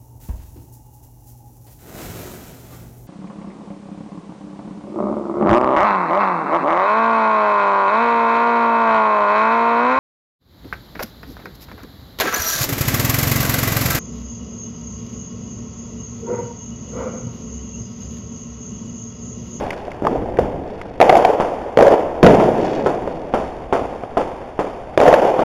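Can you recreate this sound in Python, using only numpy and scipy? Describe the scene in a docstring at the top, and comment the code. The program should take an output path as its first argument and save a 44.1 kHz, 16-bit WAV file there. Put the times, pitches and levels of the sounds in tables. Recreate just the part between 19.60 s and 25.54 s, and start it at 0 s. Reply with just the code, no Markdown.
"""Fireworks over a town at night, heard from a hillside.
First a shell's bang rolls away through the valley, while burning pellets crackle and the town rumbles.
Firecrackers pop in the streets. More shells burst and slap back off buildings; a heavy one adds a boom.
From 1.8 s a battery (a box of firework tubes) fires a row of shots. Between them the biggest shells
burst, with pressure waves that overload the microphone. The sound stops short just after the last shot."""
import sys
import numpy as np
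from scipy import signal
from scipy.fft import rfft, irfft, next_fast_len
from scipy.io import wavfile

SR = 44100
rng = np.random.default_rng(int(sys.argv[2]) if len(sys.argv) > 2 else 0)


def dump_mix(stems):
    """Bounce the given channels to the path in sys.argv[1] as a 16-bit WAV at rate SR."""
    frames = np.atleast_2d(stems).T  # one column per channel
    limited = np.clip(frames, -1, 1)  # hard clip at full scale
    pcm = np.round(limited * 32767).astype(np.int16)
    wavfile.write(sys.argv[1], SR, pcm)


N = 261954

# Shell bursts. "Clutter" is the dense mix of echoes from nearby streets; the "roll" comes from the hills.
# t/s, blast level/dB, echo f/Hz, clutter level/dB, clutter hold/s, roll level/dB, bass/dB, treble/dB
SHELL_BURSTS = [(-0.15, -10, 644, -28, 0.19, -26.5, 9, 2), (0.422, -9, 432, -23.5, 0.15, -23, 10, -7.5),
                (0.788, 0.5, 570, -21.5, 0.023, -30.5, 12.5, -4),
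                (1.4022, 6.5, 678, -12.5, 0.31, -14.5, -5.5, -5.5),
                (2.1729, 10, 555, -9.5, 0.15, -16.5, -1.5, -7),
                (2.6293, 17, 451, -5.5, 0.04, -12.5, 9.5, -3), (5.3761, 10, 631, -12.5, 0.27, -11, -2, -4)]
# Tone of a shell's tail, for a shell pitched at SHELL_HZ: f/Hz, relative level/dB
SHELL_SPECTRUM = [(30, -22), (80, -25.5), (140, -13.5), (220, -10), (320, -6), (480, -0.5), (700, -1),
                  (880, -3.5), (1200, -15.5), (2000, -19.5), (3000, -24.5), (4500, -32.5), (7000, -36.5),
                  (13000, -45.5)]
# Loud echoes off large buildings: t/s, level/dB, smear/s
BUILDING_SLAPS = [(0.7906, -3, 0.0056), (1.4127, 10.5, 0.0058), (1.426, 4, 0.0043), (1.4945, 9.5, 0.007),
                  (1.526, -0.5, 0.0044), (1.5535, 2.5, 0.0052), (1.568, 0.5, 0.015), (1.6495, 7, 0.0051),
                  (2.1885, 5, 0.0047), (2.209, 4.5, 0.0032), (2.224, 5, 0.01), (2.2665, 1, 0.0044),
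                  (2.2805, 2, 0.0056), (2.6336, 5, 0.014), (2.6645, 13.5, 0.0055), (2.7345, -2, 0.00094),
                  (5.402, 8, 0.0013), (5.414, 1.5, 0.0031), (5.4645, -1, 0.0033), (5.478, 5.5, 0.012),
                  (5.528, 3.5, 0.0033), (5.5395, 8, 0.006)]
# Clouds of burning pellets, called stars: t/s, burn time/s, snap rate/Hz, smallest snap at full glow/dB
STAR_CLOUDS = [(-0.1, 0.3, 240, -25), (1.0, 0.3, 190, -31), (2.95, 0.2, 530, -20.5),
               (3.42, 0.43, 93, -26.5)]
# Tone of the town's steady wash of noise: f/Hz, relative level/dB
TOWN_SPECTRUM = [(20, 6), (60, -3), (115, 1.5), (250, -6), (450, -7), (700, 2.5), (1200, -13.5),
                 (2200, -18.5), (4000, -28.5), (7000, -40), (11000, -41), (14000, -77)]
# Rise and fall of the low rumble, staying at the last value: t/s, level/dB (before RUMBLE_TRIM_DB)
RUMBLE_CURVE = [(0.0, -37), (0.28, -41), (0.83, -32.5), (1.05, -40), (2.55, -44)]
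# Firecrackers, from dull pops to bright snaps: t/s, level/dB, f/Hz
FIRECRACKERS = [(0.1056, -12.5, 2200), (0.131, -19, 1890), (0.2805, -16, 580), (0.317, -24, 2100),
                (0.4513, -5, 640), (0.4693, -1, 940), (0.771, -20, 1700), (1.2149, -19, 1820),
                (3.4759, -7, 610), (4.163, -9, 685), (4.216, -12, 289), (4.436, -11.5, 540)]
# Deep thuds of the heaviest bursts: t/s, level/dB, f/Hz
HEAVY_BOOMS = [(0.793, -20.5, 111), (2.636, 1, 229)]
# Shots of the battery: t/s, level/dB
BATTERY_SHOTS = [(1.8006, 1), (2.7995, -0.5), (3.2617, -0.5), (3.7385, -0.5), (4.1264, 1), (4.5706, -1),
                 (4.9915, -2), (5.7922, -0.5)]
# Tone of a shot's tail: f/Hz, relative level/dB
SHOT_SPECTRUM = [(40, -10.5), (120, -14.5), (230, -3), (500, 1.5), (760, 1), (1000, -6), (1400, -17.5),
                 (2000, -20.5), (3000, -26.5), (5000, -35), (9000, -40), (14000, -53)]

SHELL_HZ = 600  # a typical shell; the others are tuned against it
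TOWN_DB, RUMBLE_TRIM_DB = -38, 2
END_S = 5.837


def from_db(db):
    """Turn decibels into a number to multiply a sound by."""
    return 10 ** (np.asarray(db) / 20)


def fade(t, t60):
    """Stay at 1 until t = 0, then lose 60 dB every t60 seconds."""
    return from_db(-60 * np.maximum(t, 0) / t60)


def butter(x, hz, kind, order=2):
    """A Butterworth filter: keep the lows, the highs or a band, or cut a band out."""
    return signal.sosfilt(signal.butter(order, hz, kind, fs=SR, output="sos"), x)


def hollow(x, hz, db, width=1.0):
    """A resonance lifts the pitches around hz, which sounds hollow."""
    return x + (from_db(db) - 1) * signal.lfilter(*signal.iirpeak(hz, 1 / width, fs=SR), x)


def add(out, s, sound):
    """Mix a sound in, starting at s seconds."""
    at = round(s * SR)
    sound = sound[max(-at, 0):N - at]
    out[max(at, 0):max(at, 0) + len(sound)] += sound


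def noise(spectrum, shift=1):
    """Noise of average power 1 with the given tone, its pitch multiplied by shift."""
    hz, db = np.transpose(spectrum)
    size = next_fast_len(N)
    bin_hz = np.maximum(np.arange(size // 2 + 1) * SR / size, 1)
    gain = from_db(np.interp(np.log(bin_hz), np.log(hz * shift), db))
    x = irfft(rfft(rng.standard_normal(size)) * gain, size)[:N]
    return x / x.std()


def lumps(per_s, depth_db):
    """Echoes arrive in clumps: a random wobble in level, of average power 1."""
    position = np.arange(N) * per_s / SR
    gain = from_db(depth_db * np.interp(position, np.arange(N // 20), rng.standard_normal(N // 20)))
    return gain / np.sqrt(np.mean(gain ** 2))


def blast(hz, cycles, smear_s, scatter, edge_hz, low_cut=0.38, hollow_db=0, crack_db=-40):
    """A pressure jump swings back and dies in a few cycles; rough surfaces smear it into many arrivals."""
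    t = np.arange(SR // 10) / SR
    swing = np.sin(2 * np.pi * hz * t) * fade(t, cycles / hz)
    swing = butter(swing, min(edge_hz, SR / 3), "low", order=1)
    swing = butter(swing, hz * low_cut, "high", order=1)
    swing = hollow(swing, hz, hollow_db)
    arrivals = rng.standard_normal(len(t)) * np.exp(-(t / smear_s) ** 2)
    smeared = signal.fftconvolve(arrivals * (t > .5 / hz), swing)[:len(t)]
    smeared *= scatter * np.sqrt(smear_s * hz * np.sum(swing ** 2) / (np.sum(smeared ** 2) + 1e-20))
    # the steep fronts of the arrivals make a ragged crack
    crack = butter(butter(arrivals, 2200, "low", order=1), 1000, "high")
    return (swing + smeared) / np.abs(swing).max() + from_db(crack_db) * crack


def building_echo(hz, smear_s):
    """A building throws a blast back, hollow and smeared; higher bursts crack harder."""
    crack_db = -16.5 + 5 * np.log2(hz / SHELL_HZ)
    return blast(hz, cycles=8.2, smear_s=smear_s, scatter=0.49, edge_hz=13000, low_cut=0.21,
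                 hollow_db=7.5, crack_db=crack_db)


def house_echoes(clutter_db, hold_s, hz, count=5, above_db=2.5, spread_db=1, spread_octaves=0.11):
    """Small houses answer at random while the clutter holds, each with its own strength and pitch."""
    out = np.zeros(N)
    delays = hold_s * (np.arange(count) + 1 + rng.random(count)) / (count + 1)
    for delay, (strength, tune) in zip(delays, rng.standard_normal((count, 2))):
        echo = building_echo(hz * 2 ** (spread_octaves * tune), smear_s=0.0049)
        add(out, delay, from_db(clutter_db + above_db + spread_db * strength) * echo)
    return out


def shell_tail(hz, clutter_db, hold_s, roll_db, bass_db, treble_db, build_s=0.014):
    """Nearby streets send back a dense clutter, the hills a long roll; the air takes the treble first."""
    t = np.arange(N) / SR
    sound = noise(SHELL_SPECTRUM, (hz / SHELL_HZ) ** 0.16)  # follows the burst's pitch only in part
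    # filtered forwards and backwards, the bands stay in step with the whole
    bass = butter(butter(sound, 290, "low")[::-1], 320, "low")[::-1]
    treble = butter(butter(sound, 840, "high")[::-1], 1105, "high")[::-1]
    sound = sound + bass * (from_db(bass_db) - 1) + treble * (from_db(treble_db) * fade(t, t60=5.7) - 1)
    clutter = from_db(clutter_db) * fade(t - hold_s, t60=0.51)
    roll = from_db(roll_db) * fade(t, t60=3.26)
    level = np.hypot(clutter, roll)
    ringing = hollow(sound, hz=640, db=1, width=0.54)
    ringing *= sound.std() / ringing.std()
    sound = sound + (clutter / level) ** 2 * (ringing - sound)  # the clutter is hollow, the roll plain
    return sound * level * (1 - np.exp(-t / build_s)) * lumps(per_s=230, depth_db=1.97)


def shells(direct_pitch_ratio=0.87):
    """Each burst arrives directly, a little deeper than its echoes, then off buildings, then as a tail."""
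    out = np.zeros(N)
    for s, db, hz, clutter_db, hold_s, roll_db, bass_db, treble_db in SHELL_BURSTS:
        direct = blast(direct_pitch_ratio * hz, cycles=3.7, smear_s=0.0064, scatter=0.18, edge_hz=1300,
                       low_cut=0.6, crack_db=-25.5)
        add(out, s, from_db(db) * direct)
        add(out, s, house_echoes(clutter_db, hold_s, hz))
        add(out, s, shell_tail(hz, clutter_db, hold_s, roll_db, bass_db, treble_db))
    for s, db, smear_s in BUILDING_SLAPS:
        last_burst_hz = [hz for start, _, hz, *_ in SHELL_BURSTS if start < s][-1]
        add(out, s, from_db(db) * building_echo(last_burst_hz, smear_s))
    return out


def star_snaps(rise_s=0.083, spread_db=4.5):
    """Random clicks thicken as a cloud of stars lights up, then thin out and weaken as it dies."""
    out, t = np.zeros(N), np.arange(N) / SR
    for s, burn_s, per_s, db in STAR_CLOUDS:
        glow = np.clip((t - s) / rise_s, 0, 1) * fade(t - s - burn_s, t60=0.9)
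        sizes = from_db(db + spread_db * np.minimum(rng.exponential(size=N), 2))
        snapping = rng.random(N) < per_s * glow / SR
        out += snapping * sizes * np.sqrt(glow)
    return out


def stars(cycles=1.88, low_hz=1600, high_hz=3400, blur_db=-24):
    """Burning pellets snap, each at one of eight pitches; distance blurs them into a sizzle."""
    snaps, t = star_snaps(), np.arange(SR // 50) / SR
    pitches = np.geomspace(low_hz, high_hz, 8)
    choice = rng.integers(len(pitches), size=N)
    rings = [np.sin(2 * np.pi * hz * t) * fade(t, cycles / hz) for hz in pitches]
    crackle = sum(signal.oaconvolve(snaps * (choice == k), ring)[:N] for k, ring in enumerate(rings))
    blur = (t == 0) + from_db(blur_db) * rng.standard_normal(len(t)) * fade(t, t60=0.028)
    return butter(signal.oaconvolve(crackle, blur)[:N], [1300, 6500], "band")


def town():
    """Far fireworks and streets blend into a wash of noise, over an uneven low rumble."""
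    wash = from_db(TOWN_DB) * noise(TOWN_SPECTRUM) * lumps(per_s=120, depth_db=3.0)
    rumble = noise([(15, -1), (65, 6.5), (130, -3.5), (600, -60.5)]) * lumps(per_s=12, depth_db=3.0)
    rumble_db = np.interp(np.arange(N) / SR, *np.transpose(RUMBLE_CURVE)) + RUMBLE_TRIM_DB
    return wash + from_db(rumble_db) * rumble


def firecrackers():
    """Small charges pop in the streets; the higher the pitch, the sharper the start and the crack."""
    out = np.zeros(N)
    for s, db, hz in FIRECRACKERS:
        pop = blast(hz, cycles=6.0, smear_s=0.0051, scatter=0.41, edge_hz=7.5 * hz, low_cut=0.13,
                    crack_db=-8 + 30 * np.log10(hz / 2000))
        add(out, s, from_db(db) * pop)
    return out


def booms(count=4, return_s=0.032, loss_db=6.5, deep_lag_s=0.026, deep_db=-6.5, deep_ratio=0.53):
    """A heavy burst thuds, a deeper swing follows, and both bounce across the valley, weaker each time."""
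    out = np.zeros(N)
    for s, db, hz in HEAVY_BOOMS:
        for bounce in range(count):
            for lag_s, part_db, ratio in [(0, 0, 1), (deep_lag_s, deep_db, deep_ratio)]:
                thud = blast(hz * ratio, cycles=6.4, smear_s=0.013, scatter=0.65, edge_hz=300,
                             low_cut=0.57)
                add(out, s + bounce * return_s + lag_s, from_db(db + part_db - bounce * loss_db) * thud)
    return out


def battery(hz=740, wall_delay_s=0.0058, wall_db=-10, tail_db=-10, build_s=0.0025):
    """Similar shots from one spot: a clean pulse, a wall's echo, a slap, the street's answer, a roll."""
    out, t = np.zeros(N), np.arange(N) / SR
    slap = fade(t, t60=0.086)
    street = from_db(-6) * fade(t, t60=0.47)
    roll = from_db(-15) * fade(t, t60=2.15)
    level = np.hypot(slap, np.hypot(street, roll)) * (1 - np.exp(-t / build_s))
    for s, db in BATTERY_SHOTS:
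        pulse = blast(hz, cycles=2.8, smear_s=0.011, scatter=0.026, edge_hz=1040, low_cut=0.19)
        add(out, s, from_db(db) * pulse)
        wall_echo = blast(hz, cycles=4.0, smear_s=0.0028, scatter=0.44, edge_hz=2200)
        add(out, s + wall_delay_s, from_db(db + wall_db) * wall_echo)
        scattered = noise(SHOT_SPECTRUM)
        knock = hollow(scattered, hz=1360, db=10.0, width=0.083) - scattered  # a hard, woody start
        tail = (scattered + knock * fade(t, t60=0.3)) * lumps(per_s=280, depth_db=2.0)
        add(out, s, from_db(db + tail_db) * level * tail)
    return out


def scene():
    """All the sounds meet at one microphone."""
    return (shells() + booms() + battery() + firecrackers() + stars() + town())[None]


def record(dry, ceiling=0.89, dip_hz=3980, dip_width_hz=600, soft_hz=9000, cutoff_hz=13900):
    """Loud bangs overload the microphone; the tone dips near 4 and 8 kHz and the highest treble is cut."""
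    notched = signal.lfilter(*signal.iirnotch(dip_hz, dip_hz / dip_width_hz, fs=SR), dry)
    x = dry + 0.92 * (notched - dry)
    x = x / (1 + (x / ceiling) ** 12) ** (1 / 12)  # flattens the loudest peaks
    x = butter(x, soft_hz, "low", order=1)
    x = butter(x, [7600, 8530], "bandstop", order=3)
    x = x * np.clip((END_S - np.arange(N) / SR) / .002, 0, 1)  # the sound stops short
    return signal.sosfilt(signal.ellip(8, .1, 80, cutoff_hz, fs=SR, output="sos"), x)


dry = scene()
out = record(dry)
dump_mix(out)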